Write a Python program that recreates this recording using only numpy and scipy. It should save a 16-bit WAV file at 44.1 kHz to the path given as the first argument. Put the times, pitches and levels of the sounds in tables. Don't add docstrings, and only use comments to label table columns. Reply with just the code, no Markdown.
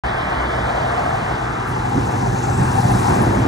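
import sys
import numpy as np
from scipy import signal
from scipy.io import wavfile
from scipy.ndimage import uniform_filter1d

SR = 44100
rng = np.random.default_rng(int(sys.argv[2]) if len(sys.argv) > 2 else 0)


def transcribe(u):
    v = np.clip(np.atleast_2d(u).T, -1, 1)
    q = np.round(v * 32767).astype(np.int16)
    wavfile.write(sys.argv[1], SR, q)


def volts(x):
    e = np.asarray(x, float) / 20
    return 10 ** e


N = 153027

# time in seconds, level in dB.
CARS_AWAY = [(0, 0), (.35, 0.5), (.65, 0), (.95, -1), (1.25, -2), (1.6, -4.5), (2.1, -7), (2.7, -11.5),
             (3.47, -2)]
# time in seconds, engine firing rate in Hz, nearness in dB,
# grille hiss in dB, pitch of the airy whistle in Hz.
TRUCK_PASS = [(0, 62.57, -26, -13.5, 5900), (1, 62.65, -11, -7.5, 6070), (1.6, 63, -9, -9.5, 6050),
              (2, 62.56, -5.5, -5, 6100), (2.35, 62.66, -4, -4.5, 6430), (2.6, 62.98, 0, -3, 8200),
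              (2.8, 62.5, -0.5, -1, 9000), (2.97, 61.4, 1, 0.5, 8800), (3.15, 59.54, 2, 0, 8000),
              (3.28, 57.3, -1.5, -2.5, 6500), (3.47, 57.8, -4, -5.5, 5740)]
# frequency in Hz, strength in dB per Hz.
CAR_COLOURS = [
    [(15, -59), (25, -58), (35, -79), (49, 8), (81, -2.5), (117, 0), (150, -6), (179, -5), (480, -3.5),
     (620, -34), (1060, -120)],
    [(280, -37), (480, -9.5), (668, -1.5), (931, -5.5), (1090, -4), (1600, -7), (2040, -12.5),
     (2590, -27.5), (2900, -42), (3770, -63), (6380, -120)],
    [(1710, -26), (2900, -2.5), (3310, 0), (3950, -0.5), (6060, -12.5), (6590, -24), (9160, -17.5),
     (13300, -33), (15500, -30)],
]
CAR_LEVELS = [-27.5, -24.5, -43]
CAR_SHARES = [0.51, 1.25, 1]
# frequency in Hz, strength in dB per Hz.
TRUCK_COLOURS = [
    [(15, -50), (25, -25), (38, -5), (119, -4), (215, -5.5), (259, -7), (289, -9), (366, -9), (480, -19.5),
     (620, -31), (1060, -120)],
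    [(280, -80), (480, -9), (634, -7), (795, -1.5), (1300, -13.5), (1660, -12.5), (1960, -20.5),
     (2690, -27), (2900, -35.5), (3770, -65), (6380, -120)],
    [(1710, -58), (2900, -8), (3070, -7.5), (3710, -0.5), (5050, -1.5), (6020, 1), (9230, -5.5),
     (10200, -8), (15500, -21)],
]
TRUCK_LEVELS = [-17.5, -25, -37.5]
TRUCK_SHARES = [0.83, 0.73]
# frequency in Hz, likeness from 0 to 1.
PORT_LIKENESS = [(60, .99), (200, .96), (400, .85), (700, .85), (1300, .5), (2500, .75), (4500, .95),
                 (7000, .9995)]
# multiple of the firing rate, level in dB, wander in Hz.
ENGINE_TONES = [(1.68, -28, 5.3), (2, -23, 1.6), (3, -35.5, 10.6), (4, -35, 6.8), (6, -38, 5)]
# multiple of the horn's base pitch, level in dB.
HORN_TONES = [(3, -30), (4, -26.5), (5, -32), (5.4, -39)]
# time in seconds, peak in dB, pitch in Hz, length in cycles.
AXLE_THUDS = [(2.506, -13, 111, 2), (2.623, -8, 124, 1.9), (2.643, -9.5, 250, 1.8), (2.673, -13, 112, 3.5),
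              (2.708, -9, 130, 1.5), (2.771, -8, 120, 1.5), (2.8, -10.5, 165, 2.3), (2.856, -5.5, 130, 2.4),
              (2.918, -6, 135, 1.03), (3.113, -9.5, 125, 1.8), (3.233, -18.5, 110, 2.3),
              (3.277, -9.5, 121, 2.45), (3.425, -10.5, 120, 3)]
# time in seconds, peak in dB, pitch in Hz, length in seconds.
METAL_RATTLES = [(2.122, -37, 6500, .006), (2.347, -39, 6500, .008), (2.386, -31, 6900, .009),
                 (2.428, -34, 6500, 0.027), (2.497, -34, 6300, .012), (2.553, -35, 8000, 0.008),
                 (2.574, -34, 8000, .009), (2.628, -37.5, 8200, 0.022), (2.715, -33, 7040, .008),
                 (2.765, -40, 5784, .008), (2.805, -36, 11100, 0.0069), (2.843, -36, 7000, .008),
                 (2.88, -34, 5830, .009), (2.915, -32, 9200, .01), (2.956, -31, 7600, 0.0073),
                 (3.01, -34, 7950, .008), (3.072, -31, 5850, 0.0089), (3.117, -37, 5900, .01),
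                 (3.152, -33, 7560, .006), (3.218, -36, 10300, 0.02)]
# frequency in Hz, strength in dB per Hz.
PUFF_COLOUR = [(3000, -20), (6000, -9), (9000, 0), (15500, -13)]
# frequency in Hz, lead in radians.
CAR_LEAD = [(300, 0), (690, 2), (950, 1.8), (1210, .8), (2330, -2.6), (3010, -3.7), (4310, -6.28),
            (15200, -6.28)]
TRUCK_LEAD = [(260, .2), (600, 2.2), (860, 3), (1210, 1), (1890, 1.1), (2500, -2.1), (3700, -5.4),
              (4570, -6.28)]
# frequency in Hz, left over right in dB.
CAR_LEAN = [(60, -1.5), (270, -2.5), (450, -4), (740, 1.5), (1220, 2.5), (2010, -1), (4700, 0), (5800, -3),
            (7500, -3), (7900, 0)]
TRUCK_LEAN = [(60, -1), (270, -4), (450, -2), (740, 8), (1220, 5), (2010, -1), (5500, -3.5), (7400, -2.5),
              (7900, 0)]
# time in seconds, centre in Hz, depth in dB (minus cuts).
BOUNCE = [(0, 530, -10.5), (.7, 463, 1.5), (1.3, 514, -8), (1.7, 630, -19), (2.2, 622, -8), (2.8, 620, -11),
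          (3.47, 530, 3.5)]
# time in seconds, level in dB.
ENGINE_LOAD = [(0, -12.5), (1.4, -9), (2.3, -2.5), (2.9, 0), (3.25, -3), (3.47, -3.5)]
# start and end in seconds,
# centre from and to in Hz.
BAND_HOLES = [(.055, .17, 2880, 2900), (.19, .275, 2680, 2660), (.305, .415, 2650, 2630),
              (.415, .62, 2660, 2720), (.62, .695, 2800, 2850)]
# time in seconds, length in seconds, pitch in Hz, width in Hz, rise in dB.
TREAD_HUM = [(0.645, 0.034, 870, 80, 5), (.76, .06, 770, 130, 5), (.86, 0.034, 710, 120, 7),
             (1, .02, 710, 120, 7.5), (0.97, .03, 730, 98, 5), (1.074, 0.045, 710, 99, 6.5),
             (1.187, 0.068, 740, 81, 8), (0.99, .15, 1140, 56, 4.5), (0.97, .12, 1610, 81, 4),
             (1.64, 0.21, 1330, 210, 6)]

BOUNCE_WIDE_HZ, BOUNCE_RIGHT_SHARE = 88, 0.3
HORN_HZ, HORN_START_S, HORN_RISE_S, HORN_WANDER_HZ = 64.9, 3.13, 0.14, 10
RATTLE_SPREAD = 0.08
PUFF_S, PUFF_LEN_S, PUFF_DB = 1.695, 0.028, -49
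GRIT_DB, GRIT_PER_S = -53, 700
WHISTLE_DB, WHISTLE_WIDE_HZ, WHISTLE_S, WHISTLE_LEN_S = 5.5, 800, 2.55, 0.33
BRIGHTEN = 0.44
EXHAUST_S, EXHAUST_RISE_S, EXHAUST_HZ, EXHAUST_WIDE_HZ, EXHAUST_DB = 3.2, 0.15, 310, 130, 6.5
LOW_CUT_HZ, HOLE_WIDE_HZ, MONO_S, MONO_HZ, START_S = 45, 175, 2.4, 6500, 0.0362


def evened(x):
    return x / np.sqrt(np.mean(abs(x) ** 2) + 1e-20)


def read(points, hz):
    f, value = np.transpose(points)
    return np.interp(np.log(hz + 1), np.log(f + 1), value)


def curve(table, t):
    rows = np.transpose(table)
    return [np.interp(t, rows[0], row) for row in rows[1:]]


def noise(colour, lead, balance, size, patchy_db, flicker_db, extra=None):
    hop = size // 4
    frames, hz = N // hop + 5, np.fft.rfftfreq(size, 1 / SR)
    a, b, c, d, patches = rng.standard_normal((frames, len(hz), 5)).T
    flicker = uniform_filter1d(patches, size=len(hz) // 6, axis=0)
    flicker = evened(uniform_filter1d(flicker, size=3, axis=1))
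    patches = uniform_filter1d(patches, size=5, axis=0)
    patches = evened(uniform_filter1d(patches, size=14, axis=1))

    same = np.clip(read(PORT_LIKENESS, hz), 0, 1)[:, None]
    lean = volts(read(balance, hz) / 2)[:, None]
    turn = np.exp(-1j * read(lead, hz))[:, None]
    left = a + 1j * b
    right = same * left + np.sqrt(1 - same ** 2) * (c + 1j * d)
    z = np.array([lean * left, turn / lean * right])
    both = np.sqrt(lean ** 2 + lean ** -2 + 2 * same * turn.real)

    inside = (hz > colour[0][0]) & (hz <= colour[-1][0])
    shape = (read(colour, hz) - 90 * ~inside)[:, None]
    z *= volts(shape + patchy_db * patches + flicker_db * flicker) / both
    if extra is not None:
        z *= volts(extra(hz[:, None], np.arange(frames) * hop / SR))
    out = signal.istft(z, nperseg=size, noverlap=size - hop)[1][:, :N]
    return out / np.std(out.mean(0))


def tone(hz, wander_hz):
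    r = np.exp(-np.pi * wander_hz / SR)
    a, b = rng.standard_normal((2, N))
    smooth = signal.lfilter([1], [1, -r], a + 1j * b)
    waver = evened(signal.lfilter([1], [1, -r], smooth))
    spin = np.exp(2j * np.pi * np.cumsum(hz) / SR)
    return evened(((1 + 0.067 * wander_hz * waver) * spin).real)


def road_bounce(hz, s):
    centre, depth = curve(BOUNCE, s)
    hollow = depth * np.exp(-((hz - centre) / BOUNCE_WIDE_HZ) ** 2)
    return np.array([hollow, BOUNCE_RIGHT_SHARE * hollow])


def tread_hum(hz, s):
    swells = sum(db * np.exp(-((s - at) / length) ** 2 - ((hz - f) / wide) ** 2)
                 for at, length, f, wide, db in TREAD_HUM)
    return road_bounce(hz, s) + swells


def cars(t):
    level, = curve(CARS_AWAY, t)
    looks = [(4096, 1.57, 0.17), (1024, 0.55, 0.59), (512, 1.25, 0.47)]
    return sum(volts(db + share * level) * noise(colour, CAR_LEAD, CAR_LEAN, *look, tread_hum)
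               for colour, db, share, look in zip(CAR_COLOURS, CAR_LEVELS, CAR_SHARES, looks))


def puff(t):
    middle = [(1, 0), (9, 0)]
    air = noise(PUFF_COLOUR, middle, middle, 256, 0.55, 0.6)
    return volts(PUFF_DB) * np.exp(-((t - PUFF_S) / PUFF_LEN_S) ** 2) * air


def rattles(t):
    out = np.zeros(N)
    draws = rng.standard_normal((len(METAL_RATTLES), 2, 30))
    for (s, db, hz, length), draw in zip(METAL_RATTLES, draws):
        at = slice(round((s - 0.002) * SR), round((s + 4 * length) * SR))
        u = abs(t[at] - s + 0.0015)
        pitches = hz * (1 + RATTLE_SPREAD * draw[0][:, None])
        ring = np.sin(2 * np.pi * pitches * u + 3 * draw[1][:, None]).sum(0)
        fade = np.minimum(u / 0.0028, 1) * np.exp(-(u / length) ** 1.6)
        out[at] += volts(db) * 0.17 * ring * fade
    return out


def thuds(t):
    return sum(volts(db) * np.exp(-((t - s) * hz / cycles * 3.7) ** 2) * np.cos(2 * np.pi * hz * (t - s))
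               for s, db, hz, cycles in AXLE_THUDS)


def horn(t):
    swell = np.clip((t - HORN_START_S) / HORN_RISE_S, 0, 1)
    tones = sum(volts(db) * tone(k * HORN_HZ + 0 * t, HORN_WANDER_HZ) for k, db in HORN_TONES)
    return swell * tones * volts([[-1.8], [1.8]])


def grit(hiss):
    clicks = volts(3.6 * np.minimum(rng.exponential(1, N), 3.5)) * (rng.random(N) < GRIT_PER_S / SR)
    strength = np.sqrt(signal.oaconvolve(clicks ** 2, np.hanning(100))[:N].clip(0))
    burst = strength * rng.standard_normal(N)
    return volts(GRIT_DB + 2 * hiss) * evened(np.convolve(burst, [1, 0, -1, -1, 0, 1], "same"))


def grille_whistle(hz, s):
    _, _, hiss, pitch = curve(TRUCK_PASS, s)
    when = ((s - WHISTLE_S) / WHISTLE_LEN_S) ** 2
    where = ((hz - pitch) / WHISTLE_WIDE_HZ) ** 2
    return WHISTLE_DB * np.exp(-when - where) + BRIGHTEN * hiss * np.log2(np.maximum(hz / 6000, 1))


def exhaust(hz, s):
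    rise = np.clip((s - EXHAUST_S) / EXHAUST_RISE_S, 0, 1)
    boom = np.exp(-((hz - EXHAUST_HZ) / EXHAUST_WIDE_HZ) ** 2)
    return road_bounce(hz, s) + EXHAUST_DB * rise * boom


def diesel(t, rate):
    tones = sum(volts(db) * tone(k * rate, wander) for k, db, wander in ENGINE_TONES)
    return volts(curve(ENGINE_LOAD, t)[0]) * tones * volts([[-0.9], [0.9]])


def truck(t):
    rate, near, hiss, _ = curve(TRUCK_PASS, t)
    ports = TRUCK_LEAD, TRUCK_LEAN
    rumble = noise(TRUCK_COLOURS[0], *ports, 2048, 0.65, 2.14, exhaust)
    tyres = noise(TRUCK_COLOURS[1], *ports, 1024, 1.27, 0.97, road_bounce)
    air = noise(TRUCK_COLOURS[2], *ports, 256, 0.66, 0.88, grille_whistle)
    out = volts(TRUCK_LEVELS[0] - 4.0 + TRUCK_SHARES[0] * near) * rumble
    out += volts(TRUCK_LEVELS[1] + TRUCK_SHARES[1] * near) * tyres
    out += volts(TRUCK_LEVELS[2] + hiss) * air
    return out + grit(hiss) + diesel(t, rate)


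def scene():
    t = np.arange(N) / SR
    return cars(t) + puff(t) + rattles(t) + thuds(t) + horn(t) + truck(t)


def band_limit(x):
    return signal.sosfilt(signal.butter(12, 15660, fs=SR, output="sos"), x)


def record(dry):
    t = np.arange(N) / SR
    cut = signal.sosfilt(signal.butter(4, LOW_CUT_HZ, "high", fs=SR, output="sos"), dry)

    hz, s, z = signal.stft(cut.mean(0), SR, nperseg=1024, noverlap=768)
    lost = sum((s > a) & (s < b) & (abs(hz[:, None] - np.interp(s, [a, b], [f, g])) < HOLE_WIDE_HZ)
               for a, b, f, g in BAND_HOLES)
    cut = cut - signal.istft(z * lost, SR, nperseg=1024, noverlap=768)[1][:N]

    treble = signal.butter(8, MONO_HZ, "high", fs=SR, output="sos")
    side = signal.sosfiltfilt(treble, cut[0] - cut[1]) / 2
    cut = cut - side * (t > MONO_S) * np.array([[1], [-1]])
    opening = np.clip((t - START_S) / 0.0015, 0, 1)
    return band_limit(cut * opening)


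dry = scene()
out = record(dry)
transcribe(out)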